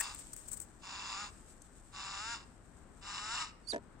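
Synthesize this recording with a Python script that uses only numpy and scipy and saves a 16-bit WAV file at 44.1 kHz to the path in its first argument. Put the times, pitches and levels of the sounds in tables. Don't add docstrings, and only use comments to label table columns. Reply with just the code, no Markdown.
import sys
import numpy as np
from scipy import signal
from scipy.fft import rfft, irfft, next_fast_len
from scipy.io import wavfile
from scipy.ndimage import map_coordinates

SR = 44100
rng = np.random.default_rng(int(sys.argv[2]) if len(sys.argv) > 2 else 0)


def wav_out(sig):
    wavfile.write(sys.argv[1], SR, np.round(np.clip(np.atleast_2d(sig).T, -1, 1) * 32767).astype(np.int16))


N = 176400


def hawk():
    # (time [s], pulse rate [Hz], level [dB], roughness [1 or more = all rasp])
    calls = [
        [(0, 204, -47.5, 1), (.05, 204.3, -43.5, 0.92), (.115, 209, -49, 0.85), (.17, 196, -62, .8)],
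        [(.8, 193.5, -75, 1.1), (.836, 184.1, -53, 0.8), (.89, 195.7, -47.5, 0.88), (1.13, 193, -43, 0.87),
         (1.17, 195.8, -42.5, 0.38), (1.21, 206.6, -42, 0.3), (1.255, 206.6, -45, 0.6), (1.305, 193, -58, 0.9)],
        [(1.912, 189.3, -77, .8), (1.94, 188.7, -51, .85), (2, 192.2, -45, 0.8), (2.15, 197.7, -43.5, 0.67),
         (2.185, 199.4, -42, 0.37), (2.225, 214.5, -43, 0.05), (2.29, 231.7, -41, 0.1),
         (2.333, 235.5, -39.5, 0), (2.35, 226, -43.5, 0.77), (2.385, 212.7, -54.5, 1), (2.45, 203, -63, 1.1)],
        [(3.008, 194.7, -69, .8), (3.025, 196.6, -54, 0.65), (3.08, 202.8, -44, 0.72), (3.19, 202.4, -42, 0.82),
         (3.21, 205.3, -43, 0.3), (3.29, 218.5, -41.5, 0.37), (3.32, 234.1, -39, 0.3),
         (3.345, 239.3, -37.5, .47), (3.37, 281, -40, 1.04), (3.395, 319.5, -38, 0.77),
         (3.425, 318.8, -37, 0.54), (3.45, 298.8, -45.5, 0.86), (3.52, 240.4, -63, 1.2)],
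    ]
    beak_stretch = [0.97, 0.981, 1.002, 1.026]
    out = np.zeros((2, N))
    for call, stretch in zip(calls, beak_stretch):
        hz, db, rough, on = curves(call)
        rough = np.clip(rough, 0, 1)
        wavering_hz = hz * (1 + .003 * wobble(80))
        firm = amp(-5) * np.sqrt(1 - rough ** 2) * firm_voice(wavering_hz, on)
        voice = throat_ring(amp(db) * (firm + rasp(hz, rough, on)))
        out += filtered(voice, lambda f: throat_and_beak(f / stretch))
    return out


def firm_voice(hz, on):
    # (harmonic [number], level [dB])
    harmonics = [(3, 2), (4, 4.5), (5, -2), (6, 3.5), (8, -0.5), (10, -2), (30, -6)]
    orders = np.arange(1, 45)
    phase = 2 * np.pi * np.cumsum(hz[on]) / SR + .06 * wobble(250)[on]
    waves = np.cos(orders[:, None] * phase + rng.standard_normal((len(orders), 1)))
    voice = np.zeros(N)
    voice[on] = unit(amp(along(harmonics, orders)) @ waves)
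    return voice


def rasp(hz, rough, on):
    # (frequency [Hz], level [dB])
    pulse_colour = [(900, 4), (2500, -3.5), (5000, -2), (9000, -26.5)]
    # (frequency [Hz], level [dB])
    air_colour = [(800, -15), (2600, 6.5), (7000, -1)]
    pulses = throat_pulses(hz, on)
    decay = np.exp(-.78 * hz[on].mean() / SR)
    puffs = signal.lfilter([1], [1, -decay], pulses)
    puffs /= np.sqrt(np.mean(puffs[on] ** 2))
    air_db = -4 - 8 * (1 - rough)
    air = amp(air_db) * puffs * rng.standard_normal(N)
    return coloured(rough * pulses, pulse_colour) + coloured(air, air_colour)


def throat_pulses(hz, on, jitter_cycles=.22, scatter_db=.5):
    cycles = np.cumsum(hz * on) / SR
    count = np.arange(1, int(cycles[-1]))
    time_chance, size_chance = rng.standard_normal((256, 2))[:len(count)].T
    even_at = np.searchsorted(cycles, count)
    period = SR / hz[even_at]
    size = amp(-scatter_db * size_chance) * np.sqrt(period)
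    uneven_at = np.rint(even_at + jitter_cycles * time_chance * period).astype(int)
    train = np.bincount(np.clip(uneven_at, 0, N - 1), size, N)
    return train / np.sqrt(np.mean(train[on] ** 2))


def throat_ring(x, width_hz=156, ring_db=1.5):
    # (time [s], frequency [Hz])
    glide = [(0, 1120), (1.1, 1050), (1.22, 1301), (1.28, 1040), (2.16, 1150), (2.27, 1450), (2.33, 1600),
             (2.355, 1144), (3.19, 1150), (3.32, 1340), (3.38, 1200)]
    hz, _ = curves(glide)
    carrier = np.exp(2j * np.pi * np.cumsum(hz) / SR)
    decay = np.exp(-np.pi * width_hz / SR)
    ring = carrier * signal.lfilter([1 - decay], [1, -decay], x / carrier)
    return x + amp(ring_db) * 2 * np.real(ring)


def throat_and_beak(hz):
    # (frequency [Hz], left level [dB], right level [dB])
    colour = [(300, -45, -45), (560, -23, -24), (720, -14, -15), (900, -3, -4), (1650, -2, -6),
              (2130, -6, -11), (2400, -3, -13), (2800, -1, 2), (3130, -14, -7), (3430, -10, -5),
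              (3630, -3, 1), (3850, -6, -6), (4550, -6, -11), (4920, 3, -4), (5450, 0, -3), (6300, -10, -7),
              (7150, 2, 7), (7700, -6, -6), (8300, -12, -17), (9050, -12, -14), (9700, -37, -37),
              (15500, -42, -42)]
    # (frequency [Hz], lead [radians])
    left_lead = [(2050, 0.26), (2600, -1.5), (3600, -5), (4400, -5.5), (6150, -8), (6900, -5)]
    gains = amp([along(colour, hz, column=1), along(colour, hz, column=2)])
    common = np.sqrt(gains[0] * gains[1])
    phase_shift = np.exp(.5j * along(left_lead, hz) * np.array([[1], [-1]]))
    return unit(gains) / common * causal(common) * phase_shift


def near_echo(x, fade_s=.018, above_hz=2600):
    t = np.arange(SR // 32) / SR
    tail = rng.standard_normal((2, len(t))) * amp(-60 * t / fade_s)
    echo = signal.fftconvolve(x, tail / np.linalg.norm(tail[0]), axes=1)[:, :N]
    return amp(-6) * filtered(echo, lambda hz: hz ** 2 / (hz ** 2 + above_hz ** 2))


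def field_echo(x, fade_s=.6, below_hz=5000):
    t = np.arange(SR // 2) / SR
    tail = rng.standard_normal((2, len(t))) * amp(-60 * t / fade_s) * (1 - np.exp(-t / .0014))
    echo = signal.fftconvolve(x[:1], tail / np.linalg.norm(tail[0]), axes=1)[:, :N]
    return amp(-14) * filtered(echo, lambda hz: 1 / (1 + (hz / below_hz) ** 2))


def rustle():
    # (time [s], level [dB], rise time [s], time to fade by 60 dB [s])
    scuffs = [(.003, -22.5, 0.002, 0.018), (.0095, -18, 0.0013, 0.021), (0.027, -37.5, 0.0016, .12),
              (0.149, -35.5, 0.0016, 0.016), (0.196, -42.5, 0.0048, 0.078), (0.3341, -30.5, 0.0018, 0.027),
              (0.365, -34, .001, 0.016), (0.377, -46.5, 0.0066, 0.27), (0.486, -36.5, 0.0039, 0.04),
              (.517, -36, .003, 0.1), (.533, -34, 0.0036, 0.073), (0.574, -37.5, .005, 0.042),
              (0.602, -30.5, 0.00089, 0.013), (0.616, -38.5, 0.0046, 0.089)]
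    # (frequency [Hz], level [dB])
    case_colour = [(400, -18), (1300, -16.5), (1750, 2), (4000, -29.5)]
    level = np.sqrt(sum((amp(db) * burst(s, rise, fade)) ** 2 for s, db, rise, fade in scuffs))
    scuffing = level * np.array([crackle(), crackle()]) * sides(right_db=-13)
    bump = amp(-34.5) * burst(.01, rise_s=.0087, fade_s=.048) * noise(case_colour)
    return scuffing + bump * sides(right_db=-6)


def crackle(snaps_per_s=4000, spread_db=3, snap_share=.75):
    # (frequency [Hz], level [dB])
    colour = [(200, -28), (1700, -14.5), (3200, -27.5), (5000, -18.5), (6800, -7.5), (8000, 7), (9000, -1),
              (10100, -26), (11500, -16.5), (15500, -14.5)]
    hits = rng.random(N) < snaps_per_s / SR
    sizes = amp(spread_db * np.clip(rng.standard_normal(N), -2, 2))
    snaps = unit(coloured(hits * sizes * rng.choice([-1, 1], N), colour))
    return np.sqrt(snap_share) * snaps + np.sqrt(1 - snap_share) * noise(colour)


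def double_click():
    # (time [s], level [dB])
    clicks = [(1.6194, -43.5), (1.622, -46)]
    level = sum(amp(db) * burst(s, rise_s=.00022, fade_s=.0095) for s, db in clicks)
    return level * noise(colour=[(4000, -13), (8000, 13), (15000, -18)]) * sides(right_db=-13)


def squeak():
    # (time [s], pitch [Hz], level [dB])
    arch = [(3.635, 4490, -74), (3.668, 4510, -64), (3.675, 4340, -46), (3.689, 4834, -38),
            (3.704, 4744, -34), (3.714, 4440, -35.5), (3.723, 3860, -35.5), (3.728, 3330, -52)]
    # (frequency [Hz], level [dB])
    air_colour = [(2500, -26), (5000, -7), (10500, -12), (13000, -52)]
    hz, db, on = curves(arch)
    phase = 2 * np.pi * np.cumsum(hz * (1 + .0024 * wobble(1400))) / SR
    tone = np.sqrt(2) * (np.sin(phase) + amp(-12.5) * np.sin(2 * phase))
    level = on * amp(db + 1.03 * wobble(200))
    air = amp(-13.5) * noise(air_colour)
    return level * (tone * sides(left_db=-19.5) + air * sides(left_db=-6))


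def knocks(rise_s=.0012, tick_fade_s=.017, left_lag_s=.00026):
    # (time [s], relative level [dB])
    contacts = [(3.728, -36.5), (3.733, -30.5), (3.739, -33.5), (3.744, -31.5), (3.748, -36), (3.761, -31),
                (3.769, -44), (3.78, -45.5)]
    # (frequency [Hz], relative level [dB], time to fade by 60 dB [s])
    hollow_tones = [(231, -14.5, 0.117), (300.3, -9.5, 0.088), (393, -8.5, 0.086), (480, -6, 0.054),
                    (585, -1, 0.045), (680, -0.5, 0.051), (944, -12, 0.093), (1745, 5, 0.017)]
    out = np.zeros((2, N + SR))
    t = np.arange(SR // 6) / SR
    for s, db in contacts:
        ring = np.zeros(len(t))
        for hz, tone_db, fade_s in hollow_tones:
            level = amp(tone_db + rng.normal(0, 1) - 60 * t / fade_s)
            detuned_hz = hz * (1 + rng.normal(0, .019))
            ring += level * np.sin(2 * np.pi * (detuned_hz * t + rng.random()))
        ring *= 1 - np.exp(-t / rise_s)
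        soft_noise = signal.lfilter([.5], [1, -.5], rng.standard_normal((2, len(t))))
        tick = soft_noise * amp(-2.5 - 60 * t / tick_fade_s)
        start = round(s * SR)
        out[:, start:start + len(t)] += amp(db - 2.5) * (ring + tick)
    delay_s = np.array([[.5], [-.5]]) * left_lag_s
    return filtered(out[:, :N], lambda hz: np.exp(-2j * np.pi * hz * delay_s) / (1 + (hz / 10000) ** 12))


def rumble():
    # (frequency [Hz], level [dB])
    colour = [(15, -40), (25, 1), (92, -6.5), (127, -9.5), (265, -10), (471, -18.5), (1550, -23),
              (2690, -36), (6000, -44.5), (13200, -120)]
    # (frequency [Hz], likeness [0 to 1])
    likeness = [(60, 0.82), (500, 0.63), (1600, 0.41), (4000, 0)]
    shared = filtered(noise(colour), lambda hz: np.sqrt((1 + along(likeness, hz)) / 2))
    opposed = filtered(noise(colour), lambda hz: np.sqrt((1 - along(likeness, hz)) / 2))
    level = amp(-58.5 + .99 * wobble(4.57))
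    return level * np.array([shared + opposed, shared - opposed]) * sides(left_db=3, right_db=-3)


def hiss():
    # (time [s], level [dB])
    fade = [(0, -51), (.5, -58), (.78, -65.5), (1.35, -61), (1.8, -65.5), (4, -74)]
    # (frequency [Hz], level [dB])
    colour = [(5000, -13.5), (6800, -7), (8100, 3.5), (9000, -5.5), (10000, -25.5), (12500, -18),
              (15500, -38.5)]
    db, _ = curves(fade)
    flicker_db = 1.67 * wobble(25.21) + 2.1 * wobble(500)
    return amp(db + flicker_db) * np.array([noise(colour), noise(colour)]) * sides(right_db=-4)


def amp(db):
    return 10 ** (np.asarray(db) / 20)


def sides(left_db=0, right_db=0):
    return amp([[left_db], [right_db]])


def unit(x):
    return x / np.sqrt(np.mean(x ** 2) + 1e-20)


def along(points, hz, column=1):
    table = np.transpose(points)
    return np.interp(np.log(hz + 1), np.log(table[0] + 1), table[column])


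def curves(rows):
    times, *columns = np.transpose(rows)
    t = np.arange(N) / SR
    on = (t >= times[0]) & (t <= times[-1])
    return [np.interp(t, times, column) for column in columns] + [on]


def wobble(per_s):
    return map_coordinates(rng.standard_normal(int(N * per_s / SR) + 4), [np.arange(N) * per_s / SR])


def burst(peak_s, rise_s, fade_s):
    t = np.arange(N) / SR - peak_s
    return np.exp(np.maximum(np.minimum(t / rise_s, -np.log(1000) * t / fade_s), -20))


def filtered(x, response):
    size = 2 * next_fast_len(N // 2 + SR // 4)
    return irfft(rfft(x, size) * response(np.fft.rfftfreq(size, 1 / SR)), size)[..., :N]


def causal(gain):
    c = irfft(np.log(np.maximum(gain, 1e-6)))
    half = len(c) // 2
    return np.exp(rfft(np.r_[c[0], 2 * c[1:half], c[half], np.zeros(half - 1)]))


def coloured(x, colour):
    return filtered(x, lambda hz: causal(amp(along(colour, hz))))


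def noise(colour):
    return unit(filtered(rng.standard_normal(N), lambda hz: amp(along(colour, hz))))


def scene():
    calls = hawk()
    bird = calls + near_echo(calls) + field_echo(calls)
    return bird + rustle() + double_click() + squeak() + knocks() + rumble() + hiss()


def record(dry):
    return filtered(dry, lambda hz: hz < 15800)


dry = scene()
out = record(dry)
wav_out(out)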